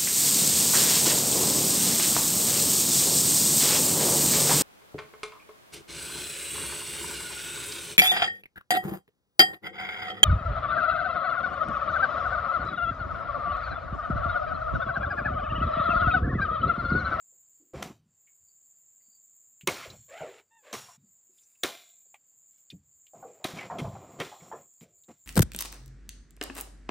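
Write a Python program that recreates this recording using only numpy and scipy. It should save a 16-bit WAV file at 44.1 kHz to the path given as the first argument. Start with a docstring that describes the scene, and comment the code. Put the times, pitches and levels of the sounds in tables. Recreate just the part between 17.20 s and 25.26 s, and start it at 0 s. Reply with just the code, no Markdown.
"""Loading palm fruit

Some way off in a plantation, heavy bunches are flung onto a truck's steel bed. Each lands with a
crack of spikes, a fleshy thud and a dying rustle, then bunches tumble, knock and scrape on the load.
The bed booms, stalks snap, dry fronds stir and the truck squeaks once. Cicadas drone in the palms
throughout, with a far cricket and faint air behind them."""
import sys
import numpy as np
from scipy import signal
from scipy.fft import rfft, irfft, next_fast_len
from scipy.io import wavfile
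from scipy.ndimage import map_coordinates

SR = 44100
rng = np.random.default_rng(int(sys.argv[2]) if len(sys.argv) > 2 else 0)


def generate_wav(signal):
    """Clip the signal to [-1, 1] and save it as 16-bit WAV at the path in sys.argv[1]."""
    frames = np.transpose(np.atleast_2d(signal))
    scaled = np.clip(frames, -1, 1) * 32767
    pcm = np.round(scaled).astype(np.int16)
    wavfile.write(sys.argv[1], SR, pcm)


N = 355446
HIT_SIZE = 32768  # samples in one hit
T = np.arange(HIT_SIZE) / SR
NOW = np.arange(N) / SR

# slow swell of the cicada chorus: time_s, level_db
CHORUS_SWELL = [(0, -62), (1.2, -63.5), (2.8, -60), (4.3, -65.5), (4.7, -61), (6.8, -64.5), (7.25, -61),
                (8.06, -62.5)]
# the drone's level ducks briefly, as under a noise suppressor: time_s, depth_db, fall_s, recovery_s
DRONE_DUCKS = [(.51, 7, .08, 0.088), (0.819, 44, 0.048, .075), (2.454, 17, .015, .02),
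               (3.255, 16, 0.088, 0.16), (3.78, 22, 0.009, .045), (4.985, 11, 0.024, 0.11),
               (5.62, 16.5, 0.064, 0.044), (6.22, 7.5, 0.023, .03), (7.67, 21.5, 0.017, 0.047),
               (7.96, 10, .025, 0.034)]
# main band of the chorus: freq_hz, level_db
CHORUS_EQ = [(6000, -50), (6350, -30), (6700, -9.5), (7100, -4), (7400, -2.5), (7750, -11.5), (8250, -29),
             (8500, -19.5), (8750, -32), (11500, -49)]
# its top octave: freq_hz, level_db
SIZZLE_EQ = [(11500, -32), (13200, -22), (14400, -0.5), (15100, -2), (15600, -9.5)]
# the cricket sings louder: start_s, length_s, level_db
CRICKET_TRILLS = [(1.25, 0.059, -77), (1.78, 0.19, -76)]
# open air: freq_hz, level_db
AIR_EQ = [(20, -17), (50, -10), (110, -0.5), (300, -6.5), (1000, -10), (2500, -14.5), (5100, -18.5),
          (9500, -18), (11000, -27), (12500, -29.5), (15000, -24)]
# dull knocks of bunch on bunch and on the side boards: start_s, level_db, pitch_hz, t60_s
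BUNCH_KNOCKS = [(0.124, -67, 477, 0.2), (0.4, -61, 289, 0.74), (2.654, -34.5, 537, 0.15),
                (2.74, -44.5, 594, 0.13), (3.007, -29.5, 640, 0.23), (3.034, -29, 481, 0.25),
                (3.687, -40, 1020, 0.11), (4.094, -64, 299, 0.31), (4.856, -59.5, 566, 0.062),
                (4.942, -41.5, 825, 0.055), (5.53, -53, 398, 0.089), (5.935, -39, 639, 0.19),
                (6.027, -30, 770, 0.095), (6.049, -38.5, 482, 0.46), (6.199, -46.5, 604, 0.26),
                (6.32, -43, 285, 0.2), (6.5, -25.5, 925, 0.24), (6.529, -35, 716, 0.28),
                (6.557, -28.5, 670, 0.13), (6.643, -30, 665, 0.27), (6.752, -33, 800, 0.13),
                (6.829, -38, 650, 0.11), (6.99, -31.5, 385, 0.35), (7.117, -36, 838, 0.23),
                (7.315, -28, 881, 0.19), (7.333, -34.5, 451, 0.21), (7.615, -54, 455, 0.45)]
# resonances of the steel bed: centre_hz, width_hz, lift_db
BED_MODES = [(380, 36, 7.5), (519.7, 19, 8), (693, 110, 7), (1047, 50, 6), (1295, 270, 4.5),
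             (1710, 18, 3.5), (2110, 76, 3.5), (2420, 290, 4.5), (3110, 40, 6), (3360, 36, 5),
             (3880, 100, 1), (5700, 210, 6)]
# bunches land: start_s, crack_db, crack_hz, thud_db, thud_length_s, thud_tilt_db_per_octave,
# panel_db, panel_hz, clang_hz, rustle_db, rustle_decay_s
LANDINGS = [(0.533, -66, 1400, -40, 0.027, -9.5, -38, 357, 577, -55.5, 0.26),
            (0.624, -32, 7580, -26.5, 0.0067, -1, -31, 580, 1060, -39.5, 0.21),
            (2.472, -15.5, 2164, -24.5, 0.025, -1, -24, 401, 1080, -30.5, 0.42),
            (3.527, -31, 6300, -39, 0.034, -1, -35, 476, 1126, -35, 0.27),
            (4.433, -16, 3400, -30, 0.024, 0.6, -23, 326, 1675, -31, 0.39),
            (6.241, -23.5, 3810, -31, .019, -0.5, -22, 281, 680, -36.5, 0.38),
            (6.583, -40, 3360, -37.5, 0.027, 1.5, -28.5, 383, 766, -50, .5),
            (6.999, -30.5, 3240, -32.5, 0.027, -1, -27, 573, 1800, -42, 0.486),
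            (7.607, -53, 2424, -59, 0.0404, 9.5, -43, 246, 1150, -62, 0.29),
            (7.882, -76.5, 2050, -50, 0.042, -6, -48, 374, 800, -62, 0.31)]
# spikes breaking: freq_hz, level_db
CRACK_EQ = [(100, -26), (400, -11.5), (1000, -9.5), (2300, -9.5), (3800, -1.5), (4400, -9), (5200, -13),
            (6300, -4), (8000, -20.5), (9500, -8), (11500, -21.5), (13500, -8), (15500, -22.5)]
# flesh hitting steel: freq_hz, level_db
THUD_EQ = [(25, -36.5), (60, -25), (150, -2.5), (330, -3), (480, -5), (750, -10), (1050, -6), (1500, -10.5),
           (2300, -7.5), (3800, -16.5), (5000, -21.5), (6500, -21), (11000, -34), (15000, -34.5)]
# fibres and loose fruit: freq_hz, level_db
RUSTLE_EQ = [(40, -25), (150, -7.5), (400, 3.5), (750, 1.5), (1200, -2), (2000, -1.5), (2600, -6.5),
             (3700, -4), (5000, -8), (6500, -7.5), (9000, -12), (12000, -18.5), (15000, -15)]
# how long each band of the rustle lasts: freq_hz, decay_ratio
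RUSTLE_DECAY = [(100, .7), (500, 0.66), (2000, 0.87), (4000, 1.21), (8000, 0.97), (15000, 1.3)]
# a bunch rolls over on the load: start_s, length_s, rumble_db, crunch_db
BUNCH_ROLLS = [(0.541, 0.14, -41.5, -53), (2.49, 0.037, -41.5, -59.5), (2.551, .1, -56.5, -45.5),
               (2.682, 0.049, -58.5, -62), (5.94, 0.12, -55.5, -74), (6.066, 0.19, -68, -73),
               (6.256, 0.11, -47.5, -55), (6.359, 0.1, -41.5, -50), (6.501, 0.17, -39.5, -62.5),
               (6.712, 0.29, -49, -65), (6.985, 0.082, -47.5, -50.5), (7.191, 0.22, -53, -68.5)]
# weight of a roll: freq_hz, level_db
RUMBLE_EQ = [(25, -28.5), (60, -9.5), (130, 8), (250, 6), (450, 1), (750, 0.5), (1200, -5), (1800, -31),
             (3000, -39), (8000, -67)]
# spikes crushed in a roll: freq_hz, level_db
CRUNCH_EQ = [(400, -20.5), (1200, -2.5), (2200, -1.5), (3500, -8), (5000, -10.5), (8000, -18), (15000, -33)]
# the bed booms under shifting weight: start_s, level_db, pitch_hz, t60_s
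BED_BOOMS = [(0.546, -34, 150, 0.25), (0.555, -43, 62, 0.41), (0.597, -42.5, 209.4, 0.43),
             (0.698, -32, 214, 0.08), (0.79, -60, 158, 0.34), (0.855, -55.5, 168, .14),
             (1.21, -68, 85, .25), (1.879, -66.5, 206, 0.12), (2.433, -42, 141, 0.18),
             (2.475, -23, 250, .06), (2.675, -40.5, 90.5, 0.29), (2.717, -46, 113, 0.29),
             (2.788, -49.5, 115, 0.13), (3.007, -42.5, 163.5, 0.22), (3.539, -48, 130.5, 0.51),
             (3.774, -56.5, 140.7, 0.37), (3.829, -55, 193, 0.24), (5.524, -33.5, 166.6, 0.17),
             (5.53, -56, 60.3, .35), (6.335, -32, 164, 0.15), (6.588, -29, 251, 0.21),
             (6.615, -20.5, 154, 0.11), (6.648, -25, 112, 0.19), (6.72, -36.5, 115, 0.3),
             (6.93, -48.5, 139, 0.6), (7.221, -41.5, 174, 0.17), (7.612, -42, 159.6, 0.18),
             (7.886, -43.5, 196, 0.17)]
# stalks and spikes snap: start_s, level_db, pitch_hz, t60_s
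STALK_SNAPS = [(1.071, -60.5, 2213, 0.14), (1.805, -71.5, 2030, 0.071), (2.4107, -35.5, 2713, 0.011),
               (2.7013, -36.5, 4000, 0.037), (4.184, -53.5, 3520, 0.037), (4.2333, -56, 6000, 0.066),
               (4.353, -58.5, 2670, 0.033), (4.943, -38, 2460, 0.02), (4.954, -50, 2330, 0.04),
               (5.5015, -30.5, 3600, 0.024), (5.511, -43, 2470, 0.034), (5.8673, -42.5, 2990, 0.015),
               (6.3855, -32, 2255, 0.16), (6.4094, -34, 2050, 0.12), (7.207, -51, 2220, 0.056),
               (7.321, -54, 1750, 0.12), (7.537, -56, 10540, 0.019), (7.786, -58, 10050, 0.023),
               (7.837, -55.5, 3770, 0.038)]
# fibres splitting: freq_hz, level_db
SPLIT_EQ = [(2000, -16), (6000, -1), (9500, 1), (13000, -6), (15000, -6.5)]
# a bunch drags over steel: start_s, length_s, groan_db, rasp_db
BUNCH_DRAGS = [(2.876, 0.325, -55.5, -55.5), (3.422, .1, -59, -58.5)]
# stick-slip rate, following the sliding speed: time_s, rate_hz
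SLIP_CURVE = [(2.88, 504), (2.99, 778), (3.05, 683), (3.10, 520), (3.15, 427), (3.53, 595)]
# partials of the groan: harmonic, level_db
GROAN_PARTIALS = [(1, 3), (2, -3), (3, -2), (4, -11), (5, -46)]
# friction noise of a drag: freq_hz, level_db
RASP_EQ = [(150, -21), (500, 7), (1200, -6.5), (2200, 3), (3900, -5), (4800, -12), (8000, -15.5),
           (15000, -29.5)]
# arc of the truck's squeak: time_s, pitch_hz, level_db
SQUEAK_CURVE = [(3.302, 854, -91.5), (3.312, 896, -66), (3.34, 920, -66), (3.375, 908.7, -66),
                (3.42, 830, -76)]
# partials of the squeak: harmonic, level_db
SQUEAK_PARTIALS = [(1, -5), (2, -7.5), (3, -14), (4, -20)]
# spikes skid over bare steel and stop dead: start_s, length_s, level_db
SPIKE_SKIDS = [(3.525, .237, -43.5), (7.215, .205, -62)]
# scratch of a skid: freq_hz, level_db
SKID_EQ = [(200, -21.5), (900, 7), (3000, -2), (7000, 2), (11500, -7.5), (14000, -10), (15500, -12)]
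# high notes of scratched steel: centre_hz, width_hz, lift_db
SKID_MODES = [(2770, 70, 11), (3400, 89, 12), (4260, 55, 3), (5600, 110, 17.5), (6930, 110, 13.5),
              (8300, 70, 3.5), (9800, 560, 6)]
# dry fronds stir: start_s, length_s, level_db
FROND_STIRS = [(4.093, 0.33, -72.5), (5.293, .11, -72.5)]
# dry leaflets: freq_hz, level_db
FROND_EQ = [(500, -32), (2600, -1), (6000, -1), (10000, 1), (15000, -8)]

# envelopes: attack_s, sag_db_per_s, release_db_per_s
TRILL_SHAPE, ROLL_SHAPE, DRAG_SHAPE = (0.13, 0, 500), (0.015, 7.7, 314), (0.049, 5, 690)
SKID_SHAPE, STIR_SHAPE = (0.015, 77, 1800), (0.05, 15, 300)

SIZZLE_DB, PULSE_HZ, PULSE_DB = -10, 8.7, 3  # sizzle against the main band; its pulse rate and depth
CRICKET_DB = -94  # faint song between trills
CLANG_DB, CLANG_WIDTH_RATIO = 8.5, 0.21  # resonance of the struck spot
SWAY_DB, SWAY_DB_PER_OCTAVE, SWAY_T60_S = -25, -10, 0.63  # level is against a boom at 150 Hz
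SPLIT_DB, SPLIT_T60_S = -20, 0.049  # level is against the snap
GROAN_DB_PER_OCTAVE, RASP_DB_PER_OCTAVE = 20, 3.5  # faster sliding is louder
TOP_HZ = 15550


def amp(db):
    """Decibels to gain."""
    return 10 ** (np.asarray(db) / 20)


def unit(x):
    """x at rms 1."""
    return x / np.sqrt(np.mean(x ** 2) + 1e-20)


def along(points, hz):
    """A curve of (freq_hz, value) points, read on a log axis."""
    freqs, values = np.transpose(points)
    return np.interp(np.log(hz + 1), np.log(freqs + 1), values)


def lift(modes, hz):
    """The boost in dB that a set of resonances gives each frequency."""
    return sum(db / (1 + (2 * (hz - centre) / width) ** 2) for centre, width, db in modes)


def hump(centre_hz, octaves, slope_db):
    """A bell EQ with a round top and skirts that fall slope_db per octave."""
    return lambda hz: -slope_db * (np.hypot(np.log2((hz + 1) / centre_hz), octaves) - octaves)


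def spot(depth_db):
    """A random EQ ripple: each spot of contact favours its own frequencies."""
    knots = rng.standard_normal(120)
    return lambda hz: depth_db * map_coordinates(knots, [14 * np.log2(1 + hz / 300)], mode="nearest")


def curves(rows):
    """One automation curve for each column after the time."""
    times, *columns = np.transpose(rows)
    return [np.interp(NOW, times, column) for column in columns]


def wobble(rate, size=N):
    """A smooth random curve, rate knots a second."""
    knots = rng.standard_normal(int(size * rate / SR) + 4)
    return map_coordinates(knots, [np.arange(size) * rate / SR])


def noise(eq, size=N, grain_db=0):
    """Noise of rms 1 through an EQ; grain_db clumps it into tiny contacts."""
    x = rng.standard_normal(size)
    if grain_db:
        x = x * amp(grain_db * wobble(700, size))
    padded = next_fast_len(size)
    spectrum = rfft(x, padded) * amp(eq(np.fft.rfftfreq(padded, 1 / SR)))
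    return unit(irfft(spectrum, padded)[:size])


def burst(eq, envelope, ripple_db=11.5):
    """A short coloured noise that carries just the energy of its envelope."""
    ripple = spot(ripple_db)
    x = noise(lambda hz: eq(hz) + ripple(hz), size=HIT_SIZE) * envelope
    return x * np.linalg.norm(envelope) / np.linalg.norm(x)


def fade(t60):
    """A decay that loses 60 dB in t60 seconds."""
    return np.exp(-np.log(1000) * T / np.maximum(t60, 1e-3))


def rise(seconds):
    """A soft attack."""
    return 1 - np.exp(-T / seconds)


def add(track, start, x):
    """Mix x into the track from start seconds."""
    part = track[round(start * SR):][:len(x)]
    part += x[:len(part)]


def strokes(rows, shape, layer=0):
    """Attack, sagging hold and release for each row; layer picks among its level columns."""
    attack_s, sag, release = shape
    out = np.zeros(N)
    for start, length, *levels_db in rows:
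        attack = np.minimum(T / attack_s, 1)
        level_db = levels_db[layer] - sag * T - release * np.maximum(T - length, 0)
        add(out, start, attack * amp(level_db))
    return out


def cicadas():
    """Many insects merge into one narrow fluttering band, with a pulsing sizzle an octave up."""
    swell_db, = curves(CHORUS_SWELL)
    flutter_db = 0.7 * wobble(35) + 1.1 * wobble(400)
    duck_db = sum(depth * np.exp(-np.abs(NOW - time) / np.where(NOW > time, recovery, fall))
                  for time, depth, fall, recovery in DRONE_DUCKS)
    pulse_db = PULSE_DB * np.sin(2 * np.pi * PULSE_HZ * NOW + 2.2 * wobble(5))
    sizzle = amp(SIZZLE_DB + pulse_db) * noise(lambda hz: along([(8000, -80)] + SIZZLE_EQ, hz))
    drone = noise(lambda hz: along(CHORUS_EQ, hz))
    return amp(swell_db + 1.1 + flutter_db - duck_db) * (drone + sizzle)


def cricket():
    """A far bush cricket trills on one narrow band."""
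    band = noise(hump(4660, octaves=0.01, slope_db=225))
    flutter = amp(3 * wobble(19) + 3 * wobble(120))
    return unit(band * flutter) * (amp(CRICKET_DB) + strokes(CRICKET_TRILLS, TRILL_SHAPE))


def air():
    """A faint, almost steady wash of open air."""
    return amp(-83.5) * noise(lambda hz: along(AIR_EQ, hz)) * amp(0.37 * wobble(5))


def knocks():
    """Soft contacts give a brief clack and ring one hollow note in the bed's midrange."""
    out = np.zeros(N)
    for start, db, pitch, t60 in BUNCH_KNOCKS:
        hollow = hump(pitch, octaves=0.84, slope_db=42.5)
        body = burst(lambda hz: hollow(hz) + lift(BED_MODES, hz), fade(t60) * rise(0.0059), ripple_db=4)
        clack = burst(hump(1.19 * pitch, octaves=0.67, slope_db=33), fade(0.4 * t60) * rise(0.0024))
        note = np.sin(2 * np.pi * pitch * T) * fade(0.5 * t60) * rise(0.00026)
        add(out, start, amp(db - 8) * body + amp(db - 15.5) * clack + amp(db - 6) * note)
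    return out


def landings():
    """Spikes crack first, then the mass squashes against the bed and flexes one of its panels."""
    out = np.zeros(N)
    # spikes break ever faster until the mass arrives
    crush = np.exp(-np.abs(T - 0.0035) / 0.0022) * rise(0.0008)
    for (start, crack_db, crack_hz, thud_db, thud_s, tilt_db,
         panel_db, panel_hz, clang_hz, rustle_db, rustle_s) in LANDINGS:
        stalk = [(crack_hz, 0.3 * crack_hz, 8)]
        panel = [(panel_hz, 0.27 * panel_hz, 5)]
        clang = [(clang_hz, CLANG_WIDTH_RATIO * clang_hz, CLANG_DB)]
        softness_db = -0.15 * (crack_db + 19.5)  # gentler blows lose their top octave
        crack_eq = lambda hz: along(CRACK_EQ, hz) + lift(stalk + clang, hz) - softness_db * hz / 10000
        crack = burst(crack_eq, crush, ripple_db=2.5)
        squash = rise(0.003) * np.exp(-(T / thud_s) ** 6)
        thud_eq = lambda hz: (along(THUD_EQ, hz) + lift(BED_MODES + panel + clang, hz)
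                              + 0.6 * lift(stalk, hz) + tilt_db * np.log2(1 + hz / 200))
        thud = burst(thud_eq, squash, ripple_db=2.5)
        bend = np.exp(-np.abs(T - 0.65 * thud_s) / 0.0018) * rise(0.0022)
        flex = np.sin(2 * np.pi * panel_hz * T) * bend
        impact = amp(crack_db - 2.5) * crack + amp(thud_db) * thud + amp(panel_db - 1.5) * flex
        add(out, start, impact + amp(rustle_db) * rustle(rustle_s, crack_hz))
    return out


def rustle(decay_s, pitch_hz):
    """Fibres and loose fruit rattle on the bed, whose resonances stretch the tail."""
    stalk = [(pitch_hz, 0.22 * pitch_hz, 3)]
    eq = lambda hz: along(RUSTLE_EQ, hz) + 0.36 * lift(BED_MODES, hz) + lift(stalk, hz)
    freqs, times, bands = signal.stft(noise(eq, size=HIT_SIZE, grain_db=2), SR, nperseg=1024)
    stretch = amp(0.28 * lift(BED_MODES, freqs) + spot(1.2)(freqs) + 0.31)
    band_t60 = np.maximum(decay_s * along(RUSTLE_DECAY, freqs) * stretch, 0.01)
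    decay = np.exp(-np.log(1000) * times / band_t60[:, None])
    _, tail = signal.istft(bands * decay, SR, nperseg=1024)
    return tail[:HIT_SIZE] * rise(0.0067) * amp(0.57 * wobble(120, size=HIT_SIZE))


def tumbling():
    """Rolling bunches rumble on the bed and crunch their spikes."""
    rumble = noise(lambda hz: along(RUMBLE_EQ, hz) + lift(BED_MODES, hz), grain_db=2.5)
    rumble *= strokes(BUNCH_ROLLS, ROLL_SHAPE) * amp(1.5 * wobble(60) - 3)
    crunch = noise(lambda hz: along(CRUNCH_EQ, hz) + lift(BED_MODES, hz), grain_db=2)
    crunch *= strokes(BUNCH_ROLLS, ROLL_SHAPE, layer=1)
    return rumble + crunch


def booms():
    """The floor of the bed swings under shifting weight: a deep note and a low puff."""
    out = np.zeros(N)
    for start, db, pitch, t60 in BED_BOOMS:
        swing = np.sin(2 * np.pi * pitch * T) * fade(0.64 * t60) * rise(0.0098)
        puff = burst(hump(pitch, octaves=0.45, slope_db=25), fade(t60) * rise(0.0042), ripple_db=5.5)
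        add(out, start, amp(db - 0.5) * swing + amp(db - 7.5) * puff)
    return out


def swaying():
    """Every boom of the bed rocks the truck on its frame, the deep ones most."""
    power = np.zeros(N)
    for start, db, pitch, _ in BED_BOOMS:
        gain = amp(db + SWAY_DB + SWAY_DB_PER_OCTAVE * np.log2(pitch / 150))
        add(power, start, (gain * fade(SWAY_T60_S) * rise(0.0062)) ** 2)
    low_end = hump(100, octaves=0.9, slope_db=26)
    return np.sqrt(power) * noise(lambda hz: low_end(hz) + lift([(115, 12, 4.6)], hz))


def snaps():
    """Dry stalks break with a pitched woody tick, which the palms scatter faintly."""
    out = np.zeros(N)
    scatter = amp(-10.5) * fade(0.081)
    for start, db, pitch, t60 in STALK_SNAPS:
        tick = (fade(t60) + scatter) * rise(0.0017)
        splinter = burst(hump(pitch, octaves=0.49, slope_db=42), tick, ripple_db=0.5)
        phase = 2 * np.pi * pitch * T + 0.36 * wobble(130, size=HIT_SIZE)
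        clink = np.sin(phase) * fade(1.3 * t60) * rise(0.00027)
        split = burst(lambda hz: along(SPLIT_EQ, hz), fade(SPLIT_T60_S))
        add(out, start, amp(db - 10) * splinter + amp(db - 6) * clink + amp(db + SPLIT_DB) * split)
    return out


def dragging():
    """Uneven stick and slip gives a rasp and a hoarse groan whose pitch rides the sliding speed."""
    slip_hz, = curves(SLIP_CURVE)
    octaves = np.log2(slip_hz / SLIP_CURVE[0][1])
    groan_gain = strokes(BUNCH_DRAGS, DRAG_SHAPE) * amp(GROAN_DB_PER_OCTAVE * octaves)
    rasp_gain = strokes(BUNCH_DRAGS, DRAG_SHAPE, layer=1) * amp(RASP_DB_PER_OCTAVE * octaves)
    slips = np.cumsum(slip_hz * (1 + 0.0589 * wobble(400))) / SR
    groan = np.zeros(N)
    for harmonic, db in GROAN_PARTIALS:
        flutter = 0.24 + wobble(190) + 1j * wobble(190)  # each partial swells and drifts on its own
        groan += amp(db) * np.real(flutter * np.exp(2j * np.pi * harmonic * slips))
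    rasp = noise(lambda hz: along(RASP_EQ, hz), grain_db=3)
    return groan_gain * unit(groan) + rasp_gain * rasp


def squeak():
    """One thin, wavering squeak, as of the truck's springs."""
    pitch, level_db = curves(SQUEAK_CURVE)
    cycles = np.cumsum(pitch * (1 + 0.0115 * wobble(400))) / SR
    tone = sum(amp(db) * np.sin(2 * np.pi * harmonic * cycles) for harmonic, db in SQUEAK_PARTIALS)
    gate = (NOW > SQUEAK_CURVE[0][0]) & (NOW < SQUEAK_CURVE[-1][0])
    return unit(tone) * amp(level_db + 2.3 * wobble(160)) * gate


def skidding():
    """Spikes scratch the steel and keep its high notes ringing."""
    scratch = noise(lambda hz: along(SKID_EQ, hz) + lift(SKID_MODES, hz), grain_db=1)
    return scratch * strokes(SPIKE_SKIDS, SKID_SHAPE)


def fronds():
    """Dry leaflets crackle in small clumps, each frond with its own faint notes."""
    out = np.zeros(N)
    for stir in FROND_STIRS:
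        notes = spot(5)
        crackle = noise(lambda hz: along(FROND_EQ, hz) + notes(hz), grain_db=3.5)
        clumps = amp(3.1 * wobble(49))
        out += unit(crackle * clumps) * strokes([stir], STIR_SHAPE)
    return out


def scene():
    """Faint air, loading work and insects, all panned centre."""
    ambience = air()
    hits = landings() + knocks() + booms() + swaying() + snaps()
    movement = tumbling() + skidding() + dragging() + squeak() + fronds()
    mono = ambience + hits + movement + cicadas() + cricket()
    return np.array([mono, mono])


def record(dry):
    """A brick-wall high cut at TOP_HZ on the whole mix."""
    padded = next_fast_len(N + HIT_SIZE)
    passband = np.fft.rfftfreq(padded, 1 / SR) < TOP_HZ
    return irfft(rfft(dry, padded) * passband, padded)[:, :N]


dry = scene()
out = record(dry)
generate_wav(out)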